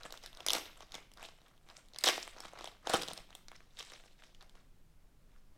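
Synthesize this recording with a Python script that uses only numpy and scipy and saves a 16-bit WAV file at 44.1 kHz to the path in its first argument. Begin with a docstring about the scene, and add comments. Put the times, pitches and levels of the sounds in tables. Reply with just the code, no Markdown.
"""A thin foil wrapper round a pack of cards, pinched, crumpled and torn close to a phone in a small room.
Creases buckle with single snaps: short noisy slips ring the film, thump the pack and crack at the edge.
Squeezes raise a fine crackle of tiny ticks and skin rub through the same modes; tugs jolt the pack.
The room answers with a short diffuse tail of noise, over low rumble and faint hiss of shaped noise."""
import sys
import numpy as np
from scipy import signal
from scipy.fft import rfft, irfft, next_fast_len
from scipy.io import wavfile
from scipy.ndimage import uniform_filter1d

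SR = 44100
rng = np.random.default_rng(int(sys.argv[2]) if len(sys.argv) > 2 else 0)


def transcribe(signal):
    """Save signal, clipped to [-1, 1], as a 16-bit WAV file at the path in sys.argv[1]."""
    frames = np.atleast_2d(signal).T
    limited = np.clip(frames, -1, 1)
    pcm = np.round(limited * 32767).astype(np.int16)
    wavfile.write(sys.argv[1], SR, pcm)


def gain_from_db(level_db):
    """Turn a decibel level (scalar or array-like) into a linear amplitude factor."""
    decades = np.asarray(level_db, float) / 20
    return 10 ** decades


N = 245892

# Background spectrum. Each row: frequency in Hz, relative density in dB per Hz.
QUIET_SPECTRUM = [(4, -16), (8, -1.5), (22, -1.5), (52, -18.5), (190, -24), (390, -33), (850, -39),
                  (2800, -45.5), (8000, -50), (16500, -53.5)]
QUIET_DB = -60  # rms

# Squeezes and pulls that make the film crackle. Each row: peak time in seconds, film level in dB,
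# length in seconds, pack share in dB over the film, crack share in dB over the film.
SQUEEZES = [(0.005, -61.5, 0.056, 0, -12), (0.056, -55.5, 0.043, 4, -9), (0.143, -56, 0.0474, -2, -4),
            (0.242, -55.5, 0.047, -2.5, -12), (0.41, -64.5, 0.15, 4, -11), (0.482, -54, 0.035, -0.5, -7.5),
            (0.554, -39, 0.041, 0.5, -14), (0.645, -60.5, 0.14, -2.5, -14.5), (0.77, -66, .04, 3, -4.5),
            (0.822, -57.5, .03, -1, -17.5), (0.948, -53.5, 0.054, 0.5, -12), (1.191, -64, 0.0425, 6.5, -14),
            (1.243, -51.5, 0.052, -2, -8), (1.479, -75.5, .15, 5.5, -12), (1.702, -66, 0.062, 4, -4),
            (1.771, -66, 0.11, 1, -2.5), (1.96, -69, 0.045, 4, -7), (2.01, -65, 0.052, -3.5, -4.5),
            (2.058, -38.5, 0.018, -5, 1), (2.082, -32.5, 0.042, -4.5, -7.5), (2.125, -47.5, 0.096, -9, -18),
            (2.383, -60, .06, 2, -22.5), (2.446, -56.5, 0.064, 2.5, -10.5),
            (2.592, -61.5, 0.099, 9.5, -9.5), (2.651, -56.5, 0.086, 2.5, -13.5),
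            (2.876, -53.5, 0.018, 2.5, -16), (2.901, -49, 0.046, 10, -7), (2.94, -37, 0.043, 3, -8.5),
            (3.015, -46, 0.049, -5.5, -7.5), (3.094, -51, 0.046, -2.5, -14), (3.176, -57.5, .04, 2.5, -22),
            (3.367, -75, 0.14, 3.5, -6), (3.56, -66, 0.14, -2, -18), (3.797, -50.5, 0.048, -9, -12),
            (3.879, -59, 0.13, -8, -4.5), (3.932, -55.5, 0.049, -2.5, -18), (4.061, -70, .08, -6, -6.5),
            (4.234, -67, 0.12, -5, -13), (4.424, -62.5, 0.027, 3, -14), (4.551, -72, 0.11, 4, -10),
            (5.329, -80, .2, 2.5, -14), (5.56, -79.5, .04, 7, -9.5)]
RISE_DB, FALL_DB = 21, 15  # gained over one length before the peak, lost over one length after it
SETTLE_DB, SETTLE_DB_PER_S = -17.5, 69.5  # the film goes on relaxing after each squeeze

# Resonances of the pack inside. Each row: centre in Hz, width in Hz, relative level in dB.
PACK_MODES = [(358, 145, -5.5), (680, 328, 2.5), (1250, 810, 1)]
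# Resonances of the foil film. Each row: centre in Hz, width in Hz, relative level in dB.
FILM_MODES = [(2193, 1490, -1), (3600, 1280, 1), (5300, 1550, -3)]
# Resonances of the sharp crack. Each row: centre in Hz, width in Hz, relative level in dB.
EDGE_MODES = [(7760, 1500, 2), (11500, 8500, -16.5)]

# Single creases buckling. Each row: start in seconds, film ring peak in dB, film ring in Hz,
# pack thump peak in dB, crack peak in dB.
SNAPS = [(0.0331, -34, 4280, -67, -50), (0.0522, -41.5, 1930, -41.5, -48), (0.1058, -39, 4170, -50.5, -50),
         (0.1239, -31.5, 3614, -40.5, -38.5), (0.1744, -40.5, 3643, -55, -54.5),
         (0.2372, -38.5, 5440, -55, -48), (0.2609, -32.5, 3710, -57, -37.5), (0.3296, -43, 3240, -54, -57),
         (0.349, -42.5, 4320, -62.5, -58), (0.3717, -40.5, 4160, -50.5, -47.5),
         (0.4045, -36.5, 3276, -42, -54), (0.464, -20.5, 5180, -32, -22), (0.475, -29, 5530, -42.5, -37),
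         (0.4848, -16, 3487, -33, -27), (0.4966, -21.5, 3565, -43, -39), (0.504, -16, 3450, -39.5, -33),
         (0.5128, -31, 5200, -42.5, -42.5), (0.5185, -29.5, 4220, -39, -28),
         (0.533, -16.5, 4263, -30.5, -18.5), (0.5509, -26.5, 3980, -31.5, -30),
         (0.5665, -39.5, 2962, -33.5, -36), (0.5831, -34, 3700, -35.5, -45.5),
         (0.6625, -45, 2190, -50, -50), (0.8061, -38.5, 3370, -42.5, -53), (0.8292, -50.5, 3560, -46, -64),
         (0.9203, -34.5, 4180, -61, -44), (0.9426, -34, 3600, -42, -48), (0.9522, -31, 3542, -41, -59.5),
         (0.9812, -45, 3130, -43.5, -63.5), (1.1162, -47, 3093, -58, -54), (1.1365, -49, 5390, -75, -50.5),
         (1.173, -46.5, 3676, -51, -56), (1.2278, -40.5, 2690, -41, -42.5),
         (1.2521, -40.5, 3323, -45.5, -56), (1.2865, -42.5, 4310, -48, -70.5),
         (1.3865, -56, 2500, -60, -70), (1.4163, -52.5, 3480, -59, -68), (1.4822, -56.5, 2740, -66, -59.5),
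         (1.5777, -57, 3070, -66, -66), (1.6876, -47.5, 3750, -53.5, -57.5), (1.6999, -42, 4520, -50, -65),
         (1.7673, -39, 5300, -60, -60.5), (1.8849, -54.5, 3974, -64, -56.5), (1.9351, -43, 4257, -56, -55),
         (1.9459, -42, 5183, -53, -61.5), (1.9608, -33.5, 3655, -44.5, -61), (1.986, -26, 5060, -51, -30),
         (2.0095, -39, 4228, -60.5, -43), (2.0382, -18.5, 4268, -33.5, -19),
         (2.0415, -15.5, 3722, -35.5, -38.5), (2.0601, -24, 3450, -37.5, -33.5),
         (2.0746, -17.5, 3890, -25, -28), (2.0788, -14, 3330, -27.5, -38.5),
         (2.0865, -10.5, 3366, -33, -33), (2.09, -26, 3100, -21, -38), (2.1788, -52, 4077, -30, -47.5),
         (2.2279, -31, 5300, -46.5, -42.5), (2.277, -35.5, 1891, -40, -39), (2.3641, -55, 3460, -45, -66),
         (2.3932, -60, 3680, -48, -72.5), (2.4035, -35, 5300, -41, -37), (2.4518, -46, 1837, -37.5, -49),
         (2.5336, -48, 6080, -43, -51), (2.5737, -50, 2306, -44.5, -71), (2.588, -40, 3505, -51, -58.5),
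         (2.6094, -38.5, 3620, -38.5, -68.5), (2.6429, -34.5, 3720, -37.5, -39),
         (2.6559, -34.5, 3580, -56.5, -49.5), (2.6745, -36, 2460, -38.5, -48),
         (2.8715, -27, 3433, -24, -48), (2.8949, -31.5, 3840, -34, -32.5), (2.8978, -25, 4748, -26, -28.5),
         (2.9361, -20, 3374, -21.5, -25.5), (2.9402, -25, 3140, -17, -24.5),
         (2.9465, -21, 2948, -21.5, -43), (3.0214, -29, 5100, -36, -32.5), (3.0333, -26.5, 4560, -45, -38),
         (3.078, -33.5, 3506, -47, -44.5), (3.0839, -28.5, 3335, -36, -31), (3.1133, -45, 3350, -40.5, -60),
         (3.1331, -36, 4210, -45.5, -34.5), (3.176, -35.5, 4780, -46, -38.5),
         (3.305, -45, 3760, -48.5, -66.5), (3.328, -44, 2660, -59, -60), (3.3509, -36, 3200, -46, -37),
         (3.4833, -36.5, 4940, -50.5, -71), (3.5161, -41.5, 1990, -46, -53),
         (3.6046, -46.5, 2158, -53.5, -63.5), (3.8018, -39, 3210, -50, -59), (3.808, -34, 3290, -44, -67),
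         (3.8268, -37.5, 5720, -47.5, -50), (3.9198, -43.5, 2010, -42, -46), (4.0376, -50, 2100, -55, -60),
         (4.2219, -47.5, 1897, -59, -66), (4.2365, -44.5, 1990, -57.5, -63),
         (4.3476, -45.5, 3080, -64, -61), (4.4094, -45, 3700, -69.5, -67), (4.495, -48, 3390, -78.5, -54),
         (4.5532, -51.5, 4340, -53, -62)]

# Tugs that jolt the pack in the hand. Each row: start in seconds, peak in dB.
JOLTS = [(.053, -52), (0.567, -53), (0.954, -57), (2.086, -53.5), (2.453, -54), (2.896, -46),
         (2.942, -35.5), (3.086, -53), (3.126, -50)]

# Decay of the small room. Each row: frequency in Hz, time to fall 60 dB in seconds.
ROOM_T60 = [(150, 0.7), (700, 0.24), (3000, 0.5), (8000, 0.27), (16000, 0.56)]
ROOM_DB, ROOM_GAP_S = -8.5, 0.003  # tail energy against the source; time the tail takes to build


def resonance(f, hz, width):
    """Response of one damped mode, gain 1 at its centre."""
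    return 1 / (1 + 1j * (f - hz ** 2 / (f + 0.001)) / width)


def ring(x, *stages):
    """Pass x through sets of modes in turn; within a set the signs alternate."""
    size = next_fast_len(x.shape[-1])
    f = np.fft.rfftfreq(size, 1 / SR)
    spectrum = rfft(x, size)
    for modes in stages:
        response = 0
        for k, (hz, width, db) in enumerate(modes):
            response = response + (-1) ** k * gain_from_db(db) * resonance(f, hz, width)
        spectrum = spectrum * response
    return irfft(spectrum, size)[..., :x.shape[-1]]


def steep(x, modes):
    """Modes with fast-falling skirts: little is radiated outside them."""
    low = modes[0][0] - modes[0][1]
    high = modes[-1][0] + modes[-1][1]
    span = [(np.sqrt(low * high), 1.62 * (high - low), 0)]
    return ring(x, modes, span, span)


def on_log(f, table):
    """Read a (Hz, value) table on a log-frequency axis."""
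    hz, value = np.transpose(table)
    return np.interp(np.log(f + 1), np.log(hz), value)


def unit(x):
    """Scale to rms 1."""
    return x / np.sqrt(np.mean(x ** 2))


def peak(x, db):
    """Scale each row to its peak level."""
    return gain_from_db(db) * x / np.abs(x).max(axis=1, keepdims=True)


def place(s, sound):
    """Lay one row of sound at each time."""
    out = np.zeros(N + sound.shape[1])
    np.add.at(out, (s * SR).astype(int) + np.arange(sound.shape[1]), sound)
    return out[:N]


def walk(rate):
    """Random levels, one every 1 / rate s, with smooth slides between them; rms 1."""
    k = int(SR / rate)
    held = np.repeat(rng.standard_normal(N // k + 1), k)
    return unit(uniform_filter1d(held, k)[:N])


def quiet():
    """Background noise: rumble that swells slowly, and steady hiss."""
    f = np.fft.rfftfreq(N, 1 / SR)
    colour = rfft(rng.standard_normal(N)) * gain_from_db(on_log(f, QUIET_SPECTRUM)) * (f > 2)
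    low = np.clip(1 - f / 600, 0, 1)
    rumble = irfft(colour * low, N) * gain_from_db(1.5 * walk(3))
    hiss = irfft(colour * (1 - low), N)
    return gain_from_db(QUIET_DB) * unit(rumble + hiss)


def effort():
    """Gains of pack, film and edge: each squeeze builds up, lets go, and leaves the film settling."""
    s, db, length, pack_db, crack_db = np.transpose(SQUEEZES)[:, :, None]
    coarse = np.arange(0, N, 64)
    late = coarse / SR - s
    rise_db = RISE_DB * np.minimum(late, 0) / length
    after = np.maximum(late, 0)
    release = gain_from_db(-FALL_DB * after / length)
    settling = gain_from_db(SETTLE_DB - SETTLE_DB_PER_S * after)
    film = gain_from_db(db + rise_db) * np.hypot(release, settling)
    gains = []
    for share_db in (pack_db, 0, crack_db):
        total = np.sqrt(np.sum((film * gain_from_db(share_db)) ** 2, axis=0))
        gains.append(np.interp(np.arange(N), coarse, total))
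    return gains


def crackle(per_s=1500., spread_db=2.5, share_spread_db=5, rub_db=-2.0):
    """Many tiny creases of uneven size over the rub of skin; each excites the modes in its own proportions."""
    size_db = spread_db * np.minimum(rng.exponential(size=N), 4)
    happens = rng.random(N) < per_s / SR
    ticks = unit(happens * gain_from_db(size_db) * rng.choice([-1, 1], N))
    out = 0
    for modes, gain in zip((PACK_MODES, FILM_MODES, EDGE_MODES), effort()):
        part = 0
        for mode in modes:
            share = gain_from_db(share_spread_db * rng.standard_normal(N))
            rub = gain_from_db(rub_db) * rng.standard_normal(N)
            # the grip shifts, so each mode comes and goes within a few milliseconds
            grip = gain_from_db(4.0 * walk(150))
            part = part + steep((ticks * share + rub) * grip, [mode])
        out = out + gain * unit(part)
    return gain_from_db(2.0 * walk(60)) * out  # the whole crackle flutters


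def small_creases(count=130, over_db=13., scatter_db=2.0, low_hz=2040.0, high_hz=5990.0,
                  pack_db=-9., crack_db=-12.5, mix_db=5.5, crowd=.25):
    """Lesser creases at random moments, crowding where the fingers work; rows like those of SNAPS."""
    film = effort()[1]
    level_chance, pack_chance, crack_chance = rng.standard_normal((3, count))
    time_lot, pitch_lot = rng.random((2, count))
    busy = np.cumsum(film ** crowd)
    at = np.minimum(np.searchsorted(busy, time_lot * busy[-1]), N - 1)
    ring_db = 20 * np.log10(film[at]) + over_db + scatter_db * level_chance
    hz = low_hz * (high_hz / low_hz) ** pitch_lot
    thump = ring_db + pack_db + mix_db * pack_chance
    crack = ring_db + crack_db + mix_db * crack_chance
    return np.transpose([at / SR, ring_db, hz, thump, crack])


def snaps(rise_s=0.00022, slip_s=0.00045, ring_width_hz=1160.0, body_db=-7.5, after_db=-12.5, after_s=0.0022):
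    """Each crease slips in a fraction of a millisecond, then settles; its own panel size sets the ring."""
    s, ring_db, hz, thump_db, crack_db = np.vstack([SNAPS, small_creases()]).T[:, :, None]
    t = np.arange(2048) / SR
    decay = np.exp(-t / slip_s) + gain_from_db(after_db) * np.exp(-t / after_s)
    force = (1 - np.exp(-t / rise_s)) * decay
    slip = rng.standard_normal((len(s), len(t))) * force
    body = steep(slip, FILM_MODES)
    film = steep(slip, [(hz, ring_width_hz, 0)]) + gain_from_db(body_db) * body
    # the heavy pack feels mostly the net push, so it pops with a hollow tone
    thump = peak(steep(force + slip, PACK_MODES), thump_db)
    crack = peak(steep(slip, EDGE_MODES), crack_db)
    # the buckling panel beams its ring at the phone; the whole sheet sends a broader sound all round
    near = peak(film, ring_db) + thump + crack
    around = peak(body + film / 2, ring_db) + thump + crack
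    return place(s, near), place(s, around)


def jolts(hz=185., width_hz=100., push_s=.0015):
    """A soft push briefly rings the lowest bend of the pack."""
    s, db = np.transpose(JOLTS)[:, :, None]
    t = np.arange(4096) / SR
    push = np.tile(t * np.exp(-t / push_s), (len(s), 1))
    return place(s, peak(ring(push, [(hz, width_hz, 0)]), db))


def room(x):
    """Diffuse tail: noise in overlapping bands half an octave apart, each fading at its own rate."""
    t = np.arange(SR // 2) / SR
    f = np.fft.rfftfreq(len(t), 1 / SR)
    noise = rfft(rng.standard_normal(len(t)))
    tail = 0
    for hz in 100 * 2 ** np.arange(0, 7.6, .5):
        band = np.cos(np.pi * np.clip(np.log2((f + 1) / hz), -.5, .5)) ** 2
        fade = np.exp(-np.log(1000) * t / on_log(hz, ROOM_T60))
        tail = tail + irfft(noise * band, len(t)) * fade
    tail = tail * np.clip(t / ROOM_GAP_S, 0, 1) ** 2
    tail = tail / np.sqrt(np.sum(tail ** 2))
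    return gain_from_db(ROOM_DB) * signal.fftconvolve(x, tail)[:N]


def scene():
    """Wrapper close to the microphone, its answer from the room, and the background."""
    near, around = snaps()
    handling = jolts() + crackle()
    mix = near + handling + room(around + handling) + quiet()
    return mix[None]


def band_limit(x):
    """A steep low-pass at the top of the band."""
    return signal.sosfilt(signal.butter(12, 16670, fs=SR, output="sos"), x)


def record(dry):
    """The phone cuts the top with a steep low-pass."""
    low_pass = signal.butter(8, 15800, fs=SR, output="sos")  # Hz
    mix = signal.sosfilt(low_pass, dry)
    return band_limit(mix)


dry = scene()
out = record(dry)
transcribe(out)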